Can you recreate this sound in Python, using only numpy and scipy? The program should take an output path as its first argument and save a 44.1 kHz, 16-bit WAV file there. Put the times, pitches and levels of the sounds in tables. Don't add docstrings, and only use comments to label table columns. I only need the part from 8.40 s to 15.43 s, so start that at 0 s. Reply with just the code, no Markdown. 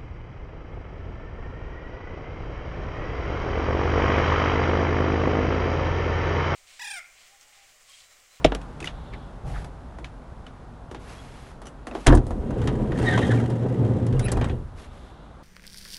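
import sys
import numpy as np
from scipy import signal
from scipy.fft import rfft, irfft, next_fast_len
from scipy.io import wavfile
from scipy.ndimage import uniform_filter1d, map_coordinates

SR = 44100
rng = np.random.default_rng(int(sys.argv[2]) if len(sys.argv) > 2 else 0)


def digitize_waveform(pressure):
    field = np.atleast_2d(pressure).T
    bounded = np.clip(field, -1, 1)
    quanta = np.round(bounded * 32767).astype(np.int16)
    wavfile.write(sys.argv[1], SR, quanta)


N = 310023



def amp(db):
    return 10 ** (np.asarray(db) / 20)


def unit(x):
    return x / np.sqrt(np.mean(x ** 2) + 1e-20)


def along(points, hz):
    f, v = np.transpose(points)
    return np.interp(np.log(hz + 1), np.log(f + 1), v)


def wobble(rate, size=N):
    knots = rng.standard_normal(int(size * rate / SR) + 4)
    return map_coordinates(knots, [np.arange(size) * rate / SR])


def filtered(x, response):
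    padded = next_fast_len(len(x) + SR // 4)
    spectrum = rfft(x, padded) * response(np.fft.rfftfreq(padded, 1 / SR))
    return irfft(spectrum, padded)[:len(x)]


def coloured(x, spectrum):
    return unit(filtered(x, lambda hz: amp(along(spectrum, hz))))


def rush(spectrum):
    return coloured(rng.standard_normal(N), spectrum)


def bumps(rate, depth_db):
    return rng.standard_normal(N) * amp(depth_db * wobble(rate))


def add(track, s, sound):
    part = track[max(round(s * SR), 0):][:len(sound)]
    part += sound[:len(part)]


def swells(rows, attack_s, release_s, sag_db_per_s=0):
    t = np.arange(2 * SR) / SR
    out = np.zeros(N)
    for s, length, db in rows:
        rise = np.minimum(t / attack_s, 1)
        release = np.exp(-np.maximum(t - length, 0) / release_s)
        add(out, s, amp(db - sag_db_per_s * t) * rise * release)
    return out


def ring(modes, attack, spread_db):
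    t = np.arange(SR // 2) / SR
    tones = 0
    for hz, db, t60 in modes:
        tones += amp(db + spread_db * rng.normal() - 60 * t / t60) * np.sin(2 * np.pi * hz * t)
    return tones * (1 - np.exp(-t / attack))


def contact(colour, decay, attack, crack_t60, tail_db):
    t = np.arange(SR // 3) / SR
    out = np.zeros(len(t))
    edges_hz = [200, 400, 800, 1300, 2000, 3800, 7000, 11000]
    for low, high in zip(edges_hz, edges_hz[1:]):
        centre = np.sqrt(low * high)
        band = signal.butter(3, [low, high], "band", fs=SR, output="sos")
        crack = amp(-60 * t / crack_t60)
        tail = amp(tail_db - 60 * t / along(decay, centre))
        fade = (crack + tail) * (1 - np.exp(-t / attack))
        burst = signal.sosfilt(band, fade * rng.standard_normal(len(t)))
        out += amp(along(colour, centre)) * burst * np.linalg.norm(fade) / np.linalg.norm(burst)
    return out


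def contacts(rows, voicing, decay, attack, crack_t60, tail_db):
    out = np.zeros(N)
    for s, tick, knock, clack, snap, *_ in rows:
        levels = (knock, clack, tick, snap)
        colour = [(hz, db + level) for (hz, db), level in zip(voicing, levels)]
        add(out, s, contact(colour, decay, attack, crack_t60, tail_db))
    return out


def with_clack(rows, clack_db):
    return [(s, tick, knock, (tick + knock) / 2 + clack_db, snap, hz) for s, tick, knock, snap, hz in rows]


PING_LOW_RATIO = 0.47


def pings(rows, t60, low_db):
    out = np.zeros(N)
    for s, tick, _, clack, snap, hz in rows:
        modes = [(PING_LOW_RATIO * hz, clack + low_db, t60), (hz, tick - 2, t60)]
        modes += [(ratio * hz, snap, t60) for ratio in (1.97, 2.6, 3.3)]
        add(out, s, ring(modes, attack=0.00047, spread_db=5.0))
    return out


# pitch_hz, level_db
ROAD_COLOUR = [(35, -36), (60, 1.5), (82, -26.5), (136, -11.5), (208, -15.5), (253, -12.5), (346, -19.5),
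               (897, -21), (1430, -26), (1630, -30), (1740, -32.5), (2540, -40), (12000, -55.5),
               (15600, -78), (22000, -120)]
BREEZE_COLOUR = [(15, -16), (45, 2), (70, -7), (150, -9.5), (300, -32), (800, -23), (3000, -120)]
# start_s, length_s, level_db
PUFFS = [(.38, 0.061, -46), (.66, 0.072, -45), (1.02, 0.064, -29)]
# start_s, length_s, level_db
HISS_SWELLS = [(.35, 0.49, -64.5), (6.3, 0.56, -68.5)]
TRAFFIC_DB, BREEZE_DB, HISS_DB = -45.5, -42, -76
SHELTER_DB_PER_S, BREEZE_EASES_DB_PER_S = 0.2, 0.9
OUTSIDE_DB, OUTSIDE_S = 6, 0.72


def outdoors():
    t = np.arange(N) / SR
    road_db = TRAFFIC_DB + OUTSIDE_DB * np.exp(-t / OUTSIDE_S) - SHELTER_DB_PER_S * t
    road = amp(road_db + 0.19 * wobble(5)) * rush(ROAD_COLOUR)
    thin = rush([(1500, -36), (2900, -7.5), (3500, -2.0), (4200, -9), (5000, -23), (9000, -49.0)])
    hiss = (amp(HISS_DB) + swells(HISS_SWELLS, attack_s=0.22, release_s=0.059)) * thin
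    breeze = amp(BREEZE_DB - BREEZE_EASES_DB_PER_S * t)
    breeze += swells(PUFFS, attack_s=0.052, release_s=0.11)
    return road + hiss + breeze * rush(BREEZE_COLOUR)


# start_s, length_s, level_db
SLEEVES = [(1.04, 0.18, -53), (2.58, 0.14, -56.5), (2.66, 0.45, -55), (3.52, 0.23, -53), (4.2, 0.065, -57),
           (6.35, 0.096, -54), (6.5, 0.2, -62.5)]
# pitch_hz, level_db
CLOTH_COLOUR = [(300, 5), (1200, 3), (2800, -2.5), (4500, -7.5), (9000, -14), (12000, -12)]


def jacket():
    rub = swells(SLEEVES, attack_s=0.038, release_s=0.03, sag_db_per_s=3)
    return amp(5.0) * rub * coloured(bumps(400, 1.2), CLOTH_COLOUR)


# start_s, tick_db, knock_db, snap_db, ring_hz
TAP_BLOWS = [(0.2144, -38, -55, -58, 2530), (0.403, -29, -43, -47.5, 2570), (0.4264, -31.5, -51, -54, 2560),
             (0.443, -28, -39, -45, 2050), (0.4562, -24.5, -60, -49.5, 3470),
             (0.473, -19.5, -43, -52, 2880), (0.735, -32.5, -40, -68, 1760), (1.2445, -37, -40, -52, 4800),
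             (1.5855, -42.5, -35, -60, 1910), (1.6441, -26.5, -52, -57, 2300),
             (2.0658, -35.5, -52, -62.5, 2970), (2.5125, -39, -34.5, -54.5, 2930),
             (2.546, -31, -35, -59, 1940), (3.217, -40, -36.5, -54, 1940), (3.2552, -41.5, -46, -53, 1820),
             (3.2684, -39, -41, -48.5, 2890), (3.4692, -31, -29, -47, 1870), (3.5118, -37, -30, -62, 2600),
             (3.5499, -29, -23, -55, 1830), (3.8669, -45, -32.5, -49, 2050), (3.906, -39, -23, -52, 2180)]


def taps():
    blows = with_clack(TAP_BLOWS, clack_db=-7)
    clicks = contacts(blows, [(450, -1.5), (1200, 0.0), (3000, -11), (8000, -0.5)],
                      [(300, 0.22), (2000, 0.11), (9000, 0.13)],
                      attack=0.0004, crack_t60=0.011, tail_db=-6)
    return clicks + amp(-2.5) * pings(blows, t60=0.021, low_db=4)


# start_s, tick_db, knock_db, clack_db, snap_db
CATCH_BLOWS = [(0.0446, -8, -12.5, -21, -32), (0.0468, -12, -13.5, -22, -20), (0.0595, -22, -34, -33, -35),
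               (0.1192, -22.5, -20, -19.5, -48), (0.148, -21.5, -25.5, -28, -22.5)]
# pitch_hz, level_db, t60_s
LOCK_MODES = [(1780, -16, 0.05), (1960, -7, 0.06), (2200, -5, 0.072), (2660, -3, 0.045), (2870, -3, 0.043),
              (2995, -0.5, 0.044), (3520, -13, 0.052), (5350, -9, 0.045), (5580, -12, .04),
              (7160, -13, .04)]
CAB_PANEL_MODES = [(46.8, -10.5, 0.53), (89.5, -8, 0.13), (153, -6, 0.12), (333, 6.5, 0.025),
                   (486, 1.5, 0.045), (623, 8, 0.031), (787, -8, .04)]
CAB_JOLT_S = 0.0489


def cab_door():
    out = contacts(CATCH_BLOWS, [(550, 0.5), (1200, -5.5), (2800, -6), (8000, -13)],
                   [(300, 0.19), (2000, 0.12), (9000, 0.054)],
                   attack=0.00098, crack_t60=0.018, tail_db=-14.5)
    crack = contact([(500, -16), (1300, -22), (2800, -12.5), (8500, -32)], [(1000, 0.0061)],
                    attack=0.00027, crack_t60=0.006, tail_db=-27)
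    add(out, CATCH_BLOWS[1][0], crack)
    add(out, CATCH_BLOWS[0][0], amp(-17.5) * ring(LOCK_MODES, attack=0.00065, spread_db=0.5))
    add(out, CAB_JOLT_S, amp(-10.0) * ring(CAB_PANEL_MODES, attack=0.0009, spread_db=2.5))
    return out


# start_s, length_s, pitch_hz, level_db, roughness (0 = smooth)
SQUEALS = [(0.411, 0.034, 346, -33.5, 0.3), (0.725, 0.033, 2110, -43.5, 0.6),
           (1.131, 0.073, 1676, -42, 1.34), (2.773, 0.047, 3320, -52, 0.15), (3.251, 0.045, 2990, -51, 0.5),
           (3.242, 0.055, 6020, -56, 0.1), (4.638, 0.16, 1840, -26.5, 0.49),
           (4.66, 0.041, 1875, -19.5, 0.1), (4.726, 0.044, 1566, -26, 0.1), (4.662, 0.3, 3200, -43, 0.91),
           (4.808, 0.057, 1870, -29, 0.37), (4.889, 0.052, 1678, -29, 0.7), (5.805, 0.06, 8850, -51, 0.3),
           (5.817, 0.056, 3940, -47, .4), (5.838, 0.064, 2480, -38.5, 0.63),
           (5.839, 0.032, 10170, -34.5, .2)]
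CHIRP_SAG = 0.0247


def chirps():
    out = np.zeros(N)
    for s, length, pitch_hz, db, rough in SQUEALS:
        n = int(length * SR)
        glide = 1 + CHIRP_SAG * np.linspace(0.5, -0.5, n)
        hz = pitch_hz * glide + rough * 270 * wobble(895, size=n)
        phase = 2 * np.pi * np.cumsum(hz) / SR
        stutter = amp((1 + 2 * rough) * wobble(250, size=n))
        swell = np.sin(np.pi * np.arange(n) / n) * stutter
        add(out, s, amp(db) * swell * (np.sin(phase) + amp(-14) * np.sin(2 * phase)))
    return out


def resonances(modes, f):
    return [amp(db) * 1j * f * w / (c * c - f * f + 1j * f * w) for c, w, db in modes]


# pitch_hz, width_hz, level_db
STEEL_MODES = [(360, 5.7, -9), (429.7, 6.9, -6), (509, 11, -4.5), (737, 7.6, -5.5), (959, 7, 4.5),
               (1004, 9, -1.5), (1140, 6.5, -10.5), (1388, 9, -5), (1503, 15, -2.5), (1600, 51, -6),
               (1883, 7.7, -1.5), (2560, 6.2, -4.5), (2818, 13, 3.5), (3180, 38, 3), (3820, 35, -19.5)]


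def frame(x, direct_db):
    return filtered(x, lambda f: amp(direct_db) * (1 + sum(resonances(STEEL_MODES, f))))


# pitch_hz, level_db, t60_s
SKIN_MODES = [(40.3, 0, 0.2), (73, -0.5, .17), (113, -8, 0.36), (130.7, -7, 0.26), (184, -14, 0.17),
              (249, -8, 0.11), (300, 1, 0.089), (358, -7, 0.13), (475, -24, 0.12)]


def door_skin(attack, spread_db):
    return ring(SKIN_MODES, attack, spread_db)


# start_s, tick_db, knock_db, clack_db, snap_db, shove_db (on the panel)
LATCH_BLOWS = [(3.6634, -28, -18, -14, -27, -30), (3.6673, -16, -10, -27, -15.5, -29),
               (3.678, -26, -13.5, -11.5, -48, -5.5), (3.699, -47, -43, -9.5, -53, -8.5),
               (3.7233, -36, -7.5, -19.5, -40, -11.5), (3.7329, -44, -11, -26, -44, -26),
               (3.7492, -39, -15.5, -47, -25.5, -10.5), (3.772, -40, -28, -29, -41, -15.5)]
# pitch_hz, level_db, t60_s
STAY_MODES = [(390, -1.5, 0.063), (501, -4, 0.053), (680, -5.5, .045), (965, -2.5, 0.04),
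              (1150, -9.5, 0.032), (1720, -6, .035)]
LATCH_DULL_HZ = 10300


def unlatch():
    blows = contacts(LATCH_BLOWS, [(450, -2), (1200, -2.5), (3200, -0.5), (8000, -3.5)],
                     [(300, 0.3), (1500, 0.13), (9000, 0.093)],
                     attack=0.0014, crack_t60=0.027, tail_db=-9.5)
    crack = contact([(500, -22), (2000, -3.0), (3500, -7.5), (8500, -12)], [(1000, 0.0047)],
                    attack=0.0001, crack_t60=0.0026, tail_db=-33)
    add(blows, 3.6686, crack)
    carried = frame(blows, direct_db=-1.5)
    out = filtered(carried, lambda hz: 1 / np.sqrt(1 + (hz / LATCH_DULL_HZ) ** 20))
    for s, _, knock_db, _, _, shove_db in LATCH_BLOWS:
        add(out, s, amp(knock_db - 5) * ring(STAY_MODES, attack=0.0012, spread_db=2.0))
        add(out, s, amp(shove_db) * door_skin(attack=0.0022, spread_db=2.0))
    return out


# time_s, share_of_top_speed
SPEED_POINTS = [(3.78, 0.2), (3.86, 0.24), (4.0, 0.32), (4.2, 0.7), (4.5, 0.64), (4.75, 1), (5.1, 0.63),
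                (5.5, 0.73), (6.1, 0.3), (6.29, 0)]


def door_speed():
    s, speed = np.transpose(SPEED_POINTS)
    return np.interp(np.arange(N) / SR, s, np.maximum(speed, 0), left=0, right=0)


# pitch_hz, width_hz, level_db
CAVITY_MODES = [(82, 17, -13.5), (114.9, 5.7, 2), (131.9, 12.6, -5.5), (248.5, 8.9, -14.5)]
# start_s, level_db
LURCHES = [(4.17, -31), (4.85, -22.5), (5.35, -27.5), (5.66, -22), (5.97, -26.5)]
# start_s, length_s, level_db
ARM_SWINGS = [(3.8, .16, -29.5), (4.2, 0.19, -31), (5.72, 0.37, -29)]
LURCH_S = 0.052
DRUM_DB, SWAY_DB = -25.5, -42
OPENING_DB = 8.5


def hollow_body():
    speed = door_speed()
    opening = np.cumsum(speed) / np.sum(speed)

    def cavity(f):
        modes = sum((-1) ** k * r for k, r in enumerate(resonances(CAVITY_MODES, f)))
        return modes / (1 + (f / 400) ** 2)

    drum = filtered(bumps(60, 0.39), cavity)
    drum /= np.sqrt(np.abs(uniform_filter1d(drum ** 2, size=SR // 10)) + 1e-12)
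    push = amp(DRUM_DB + OPENING_DB * opening) * speed ** 1.7
    push += swells([(s, LURCH_S, db) for s, db in LURCHES], attack_s=0.065, release_s=0.11)
    swing = amp(SWAY_DB) * speed + swells(ARM_SWINGS, attack_s=0.03, release_s=0.22)
    return push * drum + swing * rush([(15, 2), (35, 21), (60, 12), (85, 20.0), (130, -44)])


# start_s, length_s, scrape_db, chatter_db
DRY_STRETCHES = [(4.547, 0.46, -32, -35.5), (5.762, .34, -44, -40.5)]
CHATTER_PER_S, CHATTER_T60_S = 97, 0.053
CHATTER_HZ, CHATTER_OCTAVES = 1495, 0.743


def chatter():
    out, t = np.zeros(N), np.arange(SR // 12) / SR
    for s, length, _, db in DRY_STRETCHES:
        clinks = rng.random((int(length * CHATTER_PER_S), 4))
        for when, size, u, v in clinks:
            hz = CHATTER_HZ * 2 ** (2 * CHATTER_OCTAVES * (u - v))
            fade = amp(db + 5.4 * (size - 0.5) - 60 * t / CHATTER_T60_S) * (1 - np.exp(-t / 0.0006))
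            add(out, s + when * length, fade * np.sin(2 * np.pi * hz * t) * np.sqrt(CHATTER_HZ / hz))
    return out


# start_s, tick_db, knock_db, snap_db, ring_hz
TRACK_KNOCKS = [(4.1059, -40.5, -28.5, -52.5, 2460), (4.2155, -32, -33, -51, 2240),
                (4.2734, -21.5, -23.5, -39.5, 1990), (4.5188, -31.5, -28, -58, 1880),
                (4.5858, -32, -29, -44, 1900), (4.7758, -18, -18, -44, 2130), (5.1008, -35, -44, -47, 2770),
                (5.665, -38, -36, -44, 2680), (5.7264, -34, -48, -55, 3700), (5.7935, -28, -31, -34, 2110),
                (5.8823, -25, -42, -45, 1770), (5.917, -31.5, -21.5, -25, 2280),
                (5.9698, -34.5, -21, -48, 2360), (6.0118, -26, -23, -51, 2370),
                (6.0423, -28, -26, -46, 2400), (6.095, -28, -44, -67, 1880)]
# pitch_hz, level_db
RUMBLE_COLOUR = [(88, -48), (150, -3.5), (172, -3.5), (224, 0), (322, -6.5), (414, -6.5), (539, -10),
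                 (581, -16), (634, -17), (867, -23.5), (1100, -28), (1310, -32.5), (3000, -48.5),
                 (3900, -49.5), (6600, -120)]
SCRAPE_COLOUR = [(410, -25), (700, 6), (761, 12.5), (1150, -11), (1210, 7), (1360, -6.5), (1880, 1.5),
                 (2240, -9), (3060, -8.5), (4420, -15), (8700, -17.5), (10800, -24.5), (12000, -24),
                 (15600, -79), (22000, -120)]
RUMBLE_DB, SCRAPE_DB = -22.5, -44


def rolling():
    speed = door_speed()
    blows = with_clack(TRACK_KNOCKS, clack_db=-6.5)
    rumble = amp(RUMBLE_DB) * speed * coloured(bumps(60, 2.2), RUMBLE_COLOUR)
    dry_parts = [(s, length, db) for s, length, db, _ in DRY_STRETCHES]
    friction = amp(SCRAPE_DB) * speed ** 1.52
    friction += swells(dry_parts, attack_s=0.14, release_s=0.038, sag_db_per_s=23)
    scrape = friction * coloured(bumps(200, 3.0), SCRAPE_COLOUR)
    knocks = contacts(blows, [(600, -2.0), (1200, 1.0), (3000, -9.0), (8000, 2.0)],
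                      [(300, 0.17), (2000, 0.13), (9000, 0.043)],
                      attack=0.0012, crack_t60=0.0094, tail_db=-5)
    out = frame(rumble + scrape + knocks, direct_db=-1.0)
    out += amp(-9.5) * pings(blows, t60=0.035, low_db=2)
    for s, _, knock_db, *_ in blows:
        add(out, s, amp(knock_db - 6) * door_skin(attack=0.0034, spread_db=1.5))
    return out


def scene():
    background = outdoors() + jacket() + taps()
    sliding_door = unlatch() + hollow_body() + chatter() + rolling()
    return (background + cab_door() + chirps() + sliding_door)[None]


TOP_HZ = 11500


def record(dry):
    held = dry[0] / (1 + np.abs(dry[0] / 0.92) ** 6) ** (1 / 6)
    return filtered(held, lambda hz: 1 / (1 + (hz / TOP_HZ) ** 80))[None]


dry = scene()
out = record(dry)
digitize_waveform(out)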